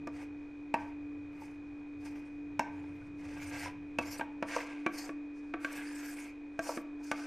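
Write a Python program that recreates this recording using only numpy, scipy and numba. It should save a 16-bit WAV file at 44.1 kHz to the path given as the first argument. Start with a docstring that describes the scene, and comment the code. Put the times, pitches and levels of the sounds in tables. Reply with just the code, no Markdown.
"""A motor hums and whines steadily in a small kitchen, over air noise and a low rumble that swells and fades.
A spatula soon knocks on a glass container, then scrapes out thick cake batter, stroke after stroke.
Each stroke is a wet hiss of tearing film over the container's rubbed resonances; knocks are damped rings.
The two hardest knocks leave the glass singing, and a few soft pats fall in between and after.
Motor tones are sines, rings are fading sines, and rubbing, hiss, air and rumble are shaped noise."""
import sys
import numpy as np
from scipy import signal
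from scipy.fft import rfft, irfft
from scipy.io import wavfile
from numba import njit

SR = 44100
rng = np.random.default_rng(int(sys.argv[2]) if len(sys.argv) > 2 else 0)


def unload_wav(signal):
    """Save mono or channel-first audio to the path in sys.argv[1] as 16-bit WAV at rate SR, clipped to [-1, 1]."""
    wavfile.write(
        sys.argv[1],
        SR,
        np.round(np.clip(np.atleast_2d(signal).T, -1, 1) * 32767).astype(np.int16),
    )


N = 320166
TIME = np.arange(N) / SR  # seconds

# Steady tones of the motor shaft. Each row: multiple of the shaft rate, level in dB rms.
MOTOR_HUM = [(6, -44.5), (7, -67.5), (9, -68)]
# Magnetic whine of the rotor slots, sidebands one turn apart. Each row: pitch in Hz, level in dB rms.
SLOT_WHINE = [(2284.5, -76.5), (2333, -75), (2381.5, -80.5), (2430.4, -73), (2479, -65), (2527.6, -84)]
SHAFT_HZ = 48.58  # turns per second

# Colour of the air noise. 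Each row: frequency in Hz, level in dB per Hz.
AIR_COLOUR = [(20, -81), (50, -85.5), (100, -92), (160, -99), (270, -85), (450, -87.5), (620, -94.5),
              (900, -96), (1250, -99), (2000, -100), (2450, -119.5), (3000, -111), (3700, -110),
              (4800, -119), (6500, -120), (9000, -131), (13000, -137)]
# Swells of the low rumble. Each row: time in seconds, level in dB before one overall lift.
RUMBLE_SWELLS = [(0.0, -55), (0.36, -66), (1.21, -61.5), (1.92, -63.5), (3.58, -53.5), (4.85, -74),
                 (7.04, -74), (7.26, -80)]
# Colour of the rumble. Each row: frequency in Hz, relative level in dB per Hz.
RUMBLE_COLOUR = [(30, -6.5), (60, -7.5), (76, -8), (89, 11.5), (103, -1.5), (119, 1), (142, -7), (165, 0.5),
                 (200, -10.5), (400, -56.5)]

# Single tones set off by the hard edge of the blade. Each row: time in seconds, level in dB, pitch in Hz.
EDGE_PINGS = [(0.071, -38.5, 1179), (0.741, -36, 2630), (2.594, -39, 2700), (2.594, -32, 1570),
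              (3.986, -26.5, 2620), (4.21, -31.5, 1583), (4.864, -28, 2346), (4.864, -34.5, 1138),
              (5.647, -28, 1575), (6.592, -26, 658), (6.592, -30, 1592), (7.115, -28, 1185),
              (7.114, -29, 1510)]
PING_T60 = 0.071  # seconds to fade by 60 dB

# Knocks of the spatula. Each row: time in seconds, spot on the container, basic level in dB,
# hardness in dB per octave, level of the contact tick in dB.
SPATULA_KNOCKS = [(0.072, "shoulder", -48, -2, -61), (0.74, "rim", -30.5, 0.1, -54),
                  (2.593, "rim", -31, 0.3, -46), (3.986, "shoulder", -37.5, 0.9, -49.5),
                  (4.195, "shoulder", -46.5, 0.7, -68), (4.21, "rim", -39.5, 1.5, -67),
                  (4.425, "shoulder", -40, 0.3, -59.5), (4.563, "bottom", -34.5, 0, -52),
                  (4.863, "wall", -34.5, 1, -57), (5.092, "wall", -46, 0, -78),
                  (5.538, "wall", -40, 1, -75), (5.646, "wall", -42, 4.5, -57),
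                  (6.591, "wall", -43.5, 2, -55), (6.691, "bottom", -37.5, -2.3, -56),
                  (6.773, "wall", -42.5, -0.7, -72), (7.114, "shoulder", -40, 3, -47)]
# The hand-held container's ringing tones, one list per family from thud to clink.
# Each row: pitch in Hz, relative level in dB when knocked, time to fade by 60 dB in seconds.
CONTAINER_MODES = [
    [(258.5, 0, 0.049)],
    [(317.4, -3.5, 0.091)],
    [(483, -1.5, 0.059), (636, 9.5, 0.02), (716.4, 2, 0.044)],
    [(854, 0, 0.031), (944, -1, 0.051), (1003, -26, 0.069)],
    [(1150, 0.5, 0.041), (1181, -1, 0.031), (1333, -5, 0.038)],
    [(1454, 1.5, 0.032), (1575, -2, 0.065), (1685, -1.5, 0.075), (1877, -2, 0.044)],
    [(2094, -5, 0.022), (2248, 4, 0.034), (2446, 4.5, .028), (2683, -1, 0.019)],
]
# How strongly a knock at each spot wakes the families. Each row: one level in dB per family, thud to clink.
SPOT_LEVELS = {"rim": (-9.5, -17, -6.5, 1, -20, -10.5, -10), "shoulder": (-2, -5, 1, -1.5, -4, -6, -5),
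               "wall": (-26, 4.5, -4, -24.5, -5, -5.5, -7.5),
               "bottom": (-30, -13, -0.5, -1, -8.5, -27, -13)}
# Colour of the contact tick. Each row: frequency in Hz, relative level in dB per Hz.
TICK_COLOUR = [(1500, -15.5), (2900, -5), (3600, -0.5), (5700, 8), (7500, 0), (9500, -2.5), (13000, -8),
               (15000, -19)]
PIVOT_HZ = 800  # hardness leaves the level unchanged at this pitch

# Strokes: pressure swells to its firmest moment, then eases, while the blade's resonance slides.
# Each row: start, firmest moment and end in seconds, swell in dB,
# levels of low rubbing, high rubbing and wet hiss in dB before trims, share of bright tearing from 0 to 1,
# blade resonance in Hz at the start and at the end, air gap resonance in Hz when firmest.
SPATULA_STROKES = [(0.139, 0.23, 0.24, 4, -54, -57, -67.5, .5, 1960, 2000, 5520),
                   (0.759, 0.80, 0.91, 9.5, -57, -59.5, -71, .4, 2030, 2010, 5500),
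                   (1.33, 1.44, 1.556, 12.5, -58, -60.5, -68, 0.4, 2020, 1990, 5500),
                   (2.004, 2.06, 2.15, 20, -55.5, -56.5, -58, .6, 2020, 2000, 5530),
                   (2.108, 2.16, 2.38, 14, -59, -61.5, -73, 0.4, 2000, 1955, 5370),
                   (2.644, 2.77, 3.08, 6, -61, -64.5, -79, 0.3, 1990, 2020, 5400),
                   (3.194, 3.34, 3.38, 7, -53.5, -55.5, -64.5, 0.2, 2040, 1940, 5320),
                   (3.378, 3.43, 3.576, 6, -54, -51, -55.5, 0.8, 2350, 2180, 5530),
                   (3.529, 3.643, 3.68, 4, -47.5, -45, -52, .5, 2020, 1860, 5630),
                   (4.012, 4.035, 4.045, 3, -54, -53, -58, .7, 2170, 2140, 5320),
                   (4.063, 4.072, 4.185, 2.5, -54, -54.5, -52.5, 1, 2100, 1900, 5750),
                   (4.491, 4.55, 4.63, 3, -47, -44, -50.5, 0.4, 1780, 2030, 5650),
                   (4.634, 4.66, 4.88, 12, -57, -52.5, -66, 0, 2300, 2080, 4840),
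                   (4.938, 4.99, 5.08, 5, -50, -53.5, -51, .75, 2000, 1860, 5460),
                   (5.343, 5.37, 5.51, 6.5, -74, -73, -76, 0, 1790, 1690, 5300),
                   (5.618, 5.78, 5.91, 7, -55, -49.5, -57.5, 0.8, 1530, 1630, 5250),
                   (5.87, 6.04, 6.14, 6.5, -55, -50.5, -52, 1, 1850, 1585, 6200),
                   (6.144, 6.19, 6.31, 8.5, -56.5, -52.5, -58.5, .9, 2035, 2270, 5860),
                   (6.628, 6.669, 6.776, 5, -47, -52.5, -48.5, 0.78, 1690, 1384, 6080),
                   (7.005, 7.014, 7.02, 6, -52, -68, -75.5, .4, 1500, 1490, 5360),
                   (7.043, 7.097, 7.115, 2, -68, -63, -59, .3, 1520, 1500, 5300),
                   (7.161, 7.204, 7.5, 0.5, -51.5, -53, -59, 0.3, 1510, 1610, 5110)]
# Faint steady rubbing and hiss beneath all strokes, keeping the levels finite.
# One row: levels of low rubbing, high rubbing and wet hiss in dB before trims.
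FLOOR_LEVELS = (-67, -73.5, -89.5)
# Colours of low rubbing, high rubbing and hiss. Each row: frequency in Hz, relative level in dB per Hz.
LOW_RUB_COLOUR = [(200, -28.5), (330, -2.5), (520, -2), (680, 0.5), (790, 11.5), (920, 1), (1150, -6.5),
                  (1400, -25), (2000, -46)]
HIGH_RUB_COLOUR = [(800, -28.5), (1250, -7), (1570, -1.5), (1950, -6), (2250, -1), (2600, 1), (3100, -7),
                   (4200, -14), (8000, -51)]
HISS_COLOUR = [(1200, -22), (2600, -2), (3500, -16.5), (4600, 3.5), (5800, 4.5), (7400, 1), (9200, 3.5),
               (10400, 0), (12000, -1), (13000, 1)]
RUB_FOLLOWS = 0.93  # share of the hiss's swing in dB that the rubbing follows
ATTACK_DB_PER_S, RELEASE_DB_PER_S = 701.5, 479  # how fast the blade lands and lifts
GAP_HZ_PER_DB = 111  # pressure narrows the air gap under the blade, so its resonance rises

# The two hardest knocks, which leave the glass singing. 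Each row: time in seconds, level in dB.
SINGING_KNOCKS = [(.740, -41), (2.593, -40)]
# Tones of the singing glass. Each row: pitch in Hz, relative level in dB, time to fade by 60 dB in seconds.
GLASS_TONES = [(800, -5.5, 0.26), (840, -14.5, .35), (942, -9, 0.5), (1002, -1, 0.21), (1556, -10, 0.45),
               (1540, -7.5, 0.49), (1745, -12, 0.32), (2660, -6.5, .16), (2890, -18, .1)]
# Soft pats of blade and batter on the wall.
# Each row: time in seconds, level in dB, pitch in Hz, time to fade by 60 dB in seconds.
SOFT_PATS = [(1.420, -51.5, 880, 0.048), (3.019, -61.5, 1486, .08), (3.66, -44, 982.6, 0.096),
             (5.784, -56.5, 230, 0.04), (5.822, -53, 2076, 0.043)]
# How long the room's echo lasts. Each row: frequency in Hz, time to fade by 60 dB in seconds.
ECHO_T60 = [(200, 0.5), (900, 0.47), (2500, 0.57), (6000, 0.21), (12000, 0.11)]
CUTOFF_HZ = 13100  # top of the recorder's range


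def from_db(db):
    """Turn decibels into a plain factor."""
    return 10 ** (np.asarray(db) / 20)


def rms_one(x):
    """Scale a sound to an rms level of 1."""
    return x / np.sqrt(np.mean(x ** 2) + 1e-20)


def at_hz(points, hz):
    """Read a table on a log-frequency axis."""
    f, value = np.transpose(points)
    return np.interp(np.log(np.maximum(hz, 1)), np.log(f), value)


def colour(x, spectrum):
    """Give a noise the stated spectrum."""
    n = x.shape[-1]
    gain = from_db(at_hz(spectrum, np.fft.rfftfreq(n, 1 / SR)))
    return irfft(rfft(x) * gain, n)


def tilted(spectrum, db_per_octave):
    """Tilt a spectrum to make it brighter or duller."""
    return [(hz, db + db_per_octave * np.log2(hz)) for hz, db in spectrum]


def drift(rate):
    """Random wandering with rms 1, changing course `rate` times a second."""
    knots = rng.standard_normal(4096)
    return rms_one(np.interp(TIME * rate, np.arange(len(knots)), knots))


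def band(x, low_hz, high_hz):
    """Keep the part of a sound between two frequencies."""
    return signal.sosfilt(signal.butter(2, [low_hz, high_hz], "band", fs=SR, output="sos"), x)


def add(track, s, sound):
    """Lay a sound into the track at time s."""
    at = int(s * SR)
    track[at:at + len(sound)] += sound[:N - at]


def ring(hz, t60, t):
    """A sine that fades by 60 dB in t60 seconds."""
    return np.sin(2 * np.pi * hz * t) * from_db(-60 * t / t60)


def blow(x, db):
    """Scale a short sound so that its energy, spread over 20 ms, has this level."""
    return from_db(db) * x * np.sqrt(.02 * SR / np.sum(x ** 2))


@njit
def sweep(x, angle, radius):
    """A two-pole resonance whose centre moves."""
    y = np.zeros(len(x))
    for i in range(2, len(x)):
        feedback = 2 * radius * np.cos(angle[i]) * y[i - 1] - radius * radius * y[i - 2]
        y[i] = x[i] - x[i - 2] + feedback
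    return y


def resonate(x, centre_hz, width_hz):
    """Pass a sound through a moving resonance and bring it to rms 1."""
    return rms_one(sweep(x, 2 * np.pi * centre_hz / SR, np.exp(-np.pi * width_hz / SR)))


def motor(throb_db=1.52):
    """Harmonics of the shaft and a thin slot whine share one nearly constant speed."""
    turns = 2 * np.pi * np.cumsum(1 + .0003 * drift(3)) / SR
    hum = sum(from_db(db) * np.sin(k * SHAFT_HZ * turns) for k, db in MOTOR_HUM)
    whine = sum(from_db(db + .5 * drift(2.7)) * np.sin(hz * turns) for hz, db in SLOT_WHINE)
    return np.sqrt(2) * (hum * from_db(throb_db * drift(7.9)) + whine)


def air_noise():
    """Steady noise with a known level in each Hz."""
    return colour(rng.standard_normal(N) * np.sqrt(SR / 2), AIR_COLOUR)


def rumble(lift_db=2.0):
    """Low noise that swells and fades."""
    s, db = np.transpose(RUMBLE_SWELLS)
    level_db = np.interp(TIME, s, db) + lift_db
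    return from_db(level_db) * rms_one(colour(rng.standard_normal(N), RUMBLE_COLOUR))


def wide_treble(hiss_db, hiss_side_db=-6.0, air_side_db=-20.0, tilt_db_per_octave=1.0):
    """Wide treble: independent noise above 3.4 kHz, opposite in left and right."""
    hiss = rms_one(colour(rng.standard_normal(N), tilted(HISS_COLOUR, tilt_db_per_octave)))
    both = from_db(hiss_db + hiss_side_db) * hiss + from_db(air_side_db) * air_noise()
    side = signal.sosfilt(signal.ellip(10, .5, 90, 3400, "high", fs=SR, output="sos"), both)
    return side * np.array([[1], [-1]])


def edge_pings():
    """The hard edge of the blade makes single tones ping out."""
    out, t = np.zeros(N), TIME[:SR]
    for s, db, hz in EDGE_PINGS:
        add(out, s, from_db(db) * ring(hz, PING_T60, t))
    return out


def knocks(tick_t60=0.02, tick_rise_s=0.00083, rattle=0.44, rattle_t60=0.039):
    """A sharp tick and a ring that hand and batter damp at once, with a little rattle of the blade."""
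    out, t = np.zeros(N), TIME[:SR // 5]
    for s, spot, knock_db, hardness, contact_db in SPATULA_KNOCKS:
        for family, spot_db in zip(CONTAINER_MODES, SPOT_LEVELS[spot]):
            low_hz, high_hz = family[0][0], family[-1][0]
            octaves = np.log2(np.sqrt(low_hz * high_hz) / PIVOT_HZ)
            rings = np.zeros(len(t))
            for k, (hz, level, t60) in enumerate(family):
                sign = (-1) ** (k + 1)
                rings += sign * from_db(level + 2 * rng.normal()) * ring(hz, t60, t)
            # keep low-frequency spill of the abrupt sine starts out of the rings
            spill_cut = signal.butter(2, low_hz / np.sqrt(2), "high", fs=SR, output="sos")
            rings = signal.sosfilt(spill_cut, rings)
            burst = rng.standard_normal(len(t)) * from_db(-60 * t / rattle_t60)
            chatter = band(burst, .85 * low_hz, 1.15 * high_hz)
            body = blow(rings, 0) + rattle * blow(chatter, 0)
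            add(out, s, blow(body, knock_db + spot_db + hardness * octaves))
        tick_shape = from_db(-60 * t / tick_t60) * (1 - np.exp(-t / tick_rise_s))
        tick = colour(rng.standard_normal(len(t)), TICK_COLOUR) * tick_shape
        add(out, s, blow(tick, contact_db))
    return out


def strokes():
    """Pressure sets levels (dB) and gap resonance (Hz); each stroke brings its tearing share and blade slide."""
    power = from_db(FLOOR_LEVELS)[:, None] ** 2 * np.ones(N)
    weight, tearing, blade_hz, gap_hz = 0, 0, 0, 0
    for (start, firmest, end, swell_db, low_db, high_db, hiss_db, tear,
         from_hz, to_hz, firm_gap_hz) in SPATULA_STROKES:
        pressure_db = np.interp(TIME, [start, firmest, end], [-swell_db, 0, -swell_db])
        landing_db = ATTACK_DB_PER_S * np.maximum(start - TIME, 0)
        lifting_db = RELEASE_DB_PER_S * np.maximum(TIME - end, 0)
        contact = from_db(np.maximum(pressure_db - landing_db - lifting_db, -120))
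        rub, hiss = contact ** RUB_FOLLOWS, from_db(hiss_db) * contact
        power += np.array([from_db(low_db) * rub, from_db(high_db) * rub, hiss]) ** 2
        # where strokes overlap, the stronger one counts for more
        weight = weight + contact
        tearing = tearing + np.clip(tear, 0, 1) * hiss ** 2
        blade_hz = blade_hz + contact * np.interp(TIME, [start, end], [from_hz, to_hz])
        gap_hz = gap_hz + contact * (firm_gap_hz + GAP_HZ_PER_DB * pressure_db)
    return *(10 * np.log10(power)), tearing / power[2], blade_hz / weight, gap_hz / weight


def slips(per_s, spread_db, smooth):
    """Tiny random stick-slip clicks of uneven size over smooth friction noise."""
    sizes = from_db(spread_db * np.minimum(rng.exponential(1, N), 4)) * rng.choice([-1, 1], N)
    clicks = rms_one(sizes * (rng.random(N) < per_s / SR))
    return rms_one(clicks + smooth * rng.standard_normal(N))


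def rubbing(low_db, high_db, blade_hz, low_trim_db=-4, resonant=0.47, blade_share=0.96, blade_width_hz=260):
    """The blade judders along the wall, waking the container's modes and its own shifting resonance."""
    friction = slips(per_s=700, spread_db=1.5, smooth=0.41) * from_db(2 * drift(70))
    body = np.zeros(SR // 8)
    for family in CONTAINER_MODES:
        for hz, _, t60 in family:  # all modes equally strong here
            body += rng.choice([-1, 1]) * ring(hz, t60, TIME[:SR // 8])
    wall = friction + resonant * rms_one(signal.fftconvolve(friction, body)[:N])
    lower = rms_one(colour(wall, LOW_RUB_COLOUR))
    upper = rms_one(colour(wall, HIGH_RUB_COLOUR))
    blade_slips = colour(slips(per_s=900, spread_db=4.5, smooth=0.47), HIGH_RUB_COLOUR)
    blade = resonate(blade_slips, blade_hz * (1 + 0.02 * drift(35)), blade_width_hz)
    high = rms_one(upper + blade_share * blade)
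    return from_db(low_db + low_trim_db) * lower + from_db(high_db) * high


def wet_hiss(hiss_db, tearing, gap_hz, trim_db=-0.1, patchy_db=4.0, flutter_db=2.37,
             whistle_width_hz=170, whistle=.38, tear_tilt_db=1.5):
    """The batter film tears in tiny pops; air gaps under the blade add thin wandering resonances."""
    pops = [slips(per_s=4000, spread_db=2.5, smooth=0.35) for _ in range(2)]
    patches, edges = np.zeros(N), np.geomspace(1800, 15000, 13)
    for k, (low, high) in enumerate(zip(edges, edges[1:])):
        patches += from_db(patchy_db * drift(22)) * band(pops[k % 2], low, high)
    bright = rms_one(colour(patches, tilted(HISS_COLOUR, tear_tilt_db)))
    gaps = np.zeros(N)
    for ratio in (.88, 1.04, 1.25, 1.68):
        centre_hz = ratio * gap_hz * (1 + .05 * drift(16))
        gaps += resonate(rng.standard_normal(N), centre_hz, whistle_width_hz) * from_db(5 * drift(25))
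    # where the film slides rather than tears, it is duller
    sliding = rms_one(colour(rng.standard_normal(N), HISS_COLOUR))
    dull = rms_one(signal.sosfilt(signal.butter(2, 6500, fs=SR, output="sos"), sliding))
    film = np.sqrt(tearing) * bright + np.sqrt(1 - tearing) * dull
    wet = rms_one(film + whistle * rms_one(colour(gaps, HISS_COLOUR)))
    return from_db(hiss_db + trim_db + flutter_db * drift(70)) * wet


def singing_glass():
    """The glass rings long and faintly when the spatula bounces clear."""
    out, t = np.zeros(N), TIME[:SR]
    for s, db in SINGING_KNOCKS:
        add(out, s, sum(from_db(db + level) * ring(hz, t60, t) for hz, level, t60 in GLASS_TONES))
    return out


def pats(splat=0.091):
    """A cushioned touch: one dull ring and a short splat around it."""
    out, t = np.zeros(N), TIME[:SR // 5]
    for s, db, hz, t60 in SOFT_PATS:
        noise = band(rng.standard_normal(len(t)), hz / 2, hz * 2) * from_db(-60 * t / t60)
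        add(out, s, blow(blow(ring(hz, t60, t), 0) + splat * blow(noise, 0), db))
    return out


def kitchen(x, gap_s=0.0028):
    """Dense reflections that die away band by band, with a total energy of 1."""
    t, edges = TIME[:SR * 3 // 4], np.geomspace(120, 15000, 8)
    tail = np.zeros(len(t))
    for low, high in zip(edges, edges[1:]):
        t60 = at_hz(ECHO_T60, np.sqrt(low * high))
        tail += band(rng.standard_normal(len(t)), low, high) * from_db(-60 * t / t60)
    tail = tail * np.clip(t / gap_s - 1, 0, 1)  # silent for one gap, then rising over another
    return signal.fftconvolve(x, tail / np.sqrt(np.sum(tail ** 2)))[:N]


def scene(knock_room_db=-13.5, scrape_room_db=-15.5):
    """Knocks and strokes close by, their echo in the kitchen, the motor, air and rumble behind."""
    low_db, high_db, hiss_db, tearing, blade_hz, gap_hz = strokes()
    hits = knocks() + pats()
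    scrape = rubbing(low_db, high_db, blade_hz) + wet_hiss(hiss_db, tearing, gap_hz)
    echo = kitchen(from_db(knock_room_db) * hits + from_db(scrape_room_db) * scrape)
    behind = motor() + air_noise() + rumble()
    centre = behind + hits + edge_pings() + singing_glass() + scrape + echo
    return centre + wide_treble(hiss_db)


def record(dry):
    """The recorder has a narrow dip in the high treble and cuts the top steeply."""
    dip = signal.butter(1, [10450, 11600], "bandstop", fs=SR, output="sos")
    top = signal.ellip(10, .3, 70, CUTOFF_HZ, fs=SR, output="sos")
    return signal.sosfilt(np.vstack([dip, dip, top]), dry)


dry = scene()
out = record(dry)
unload_wav(out)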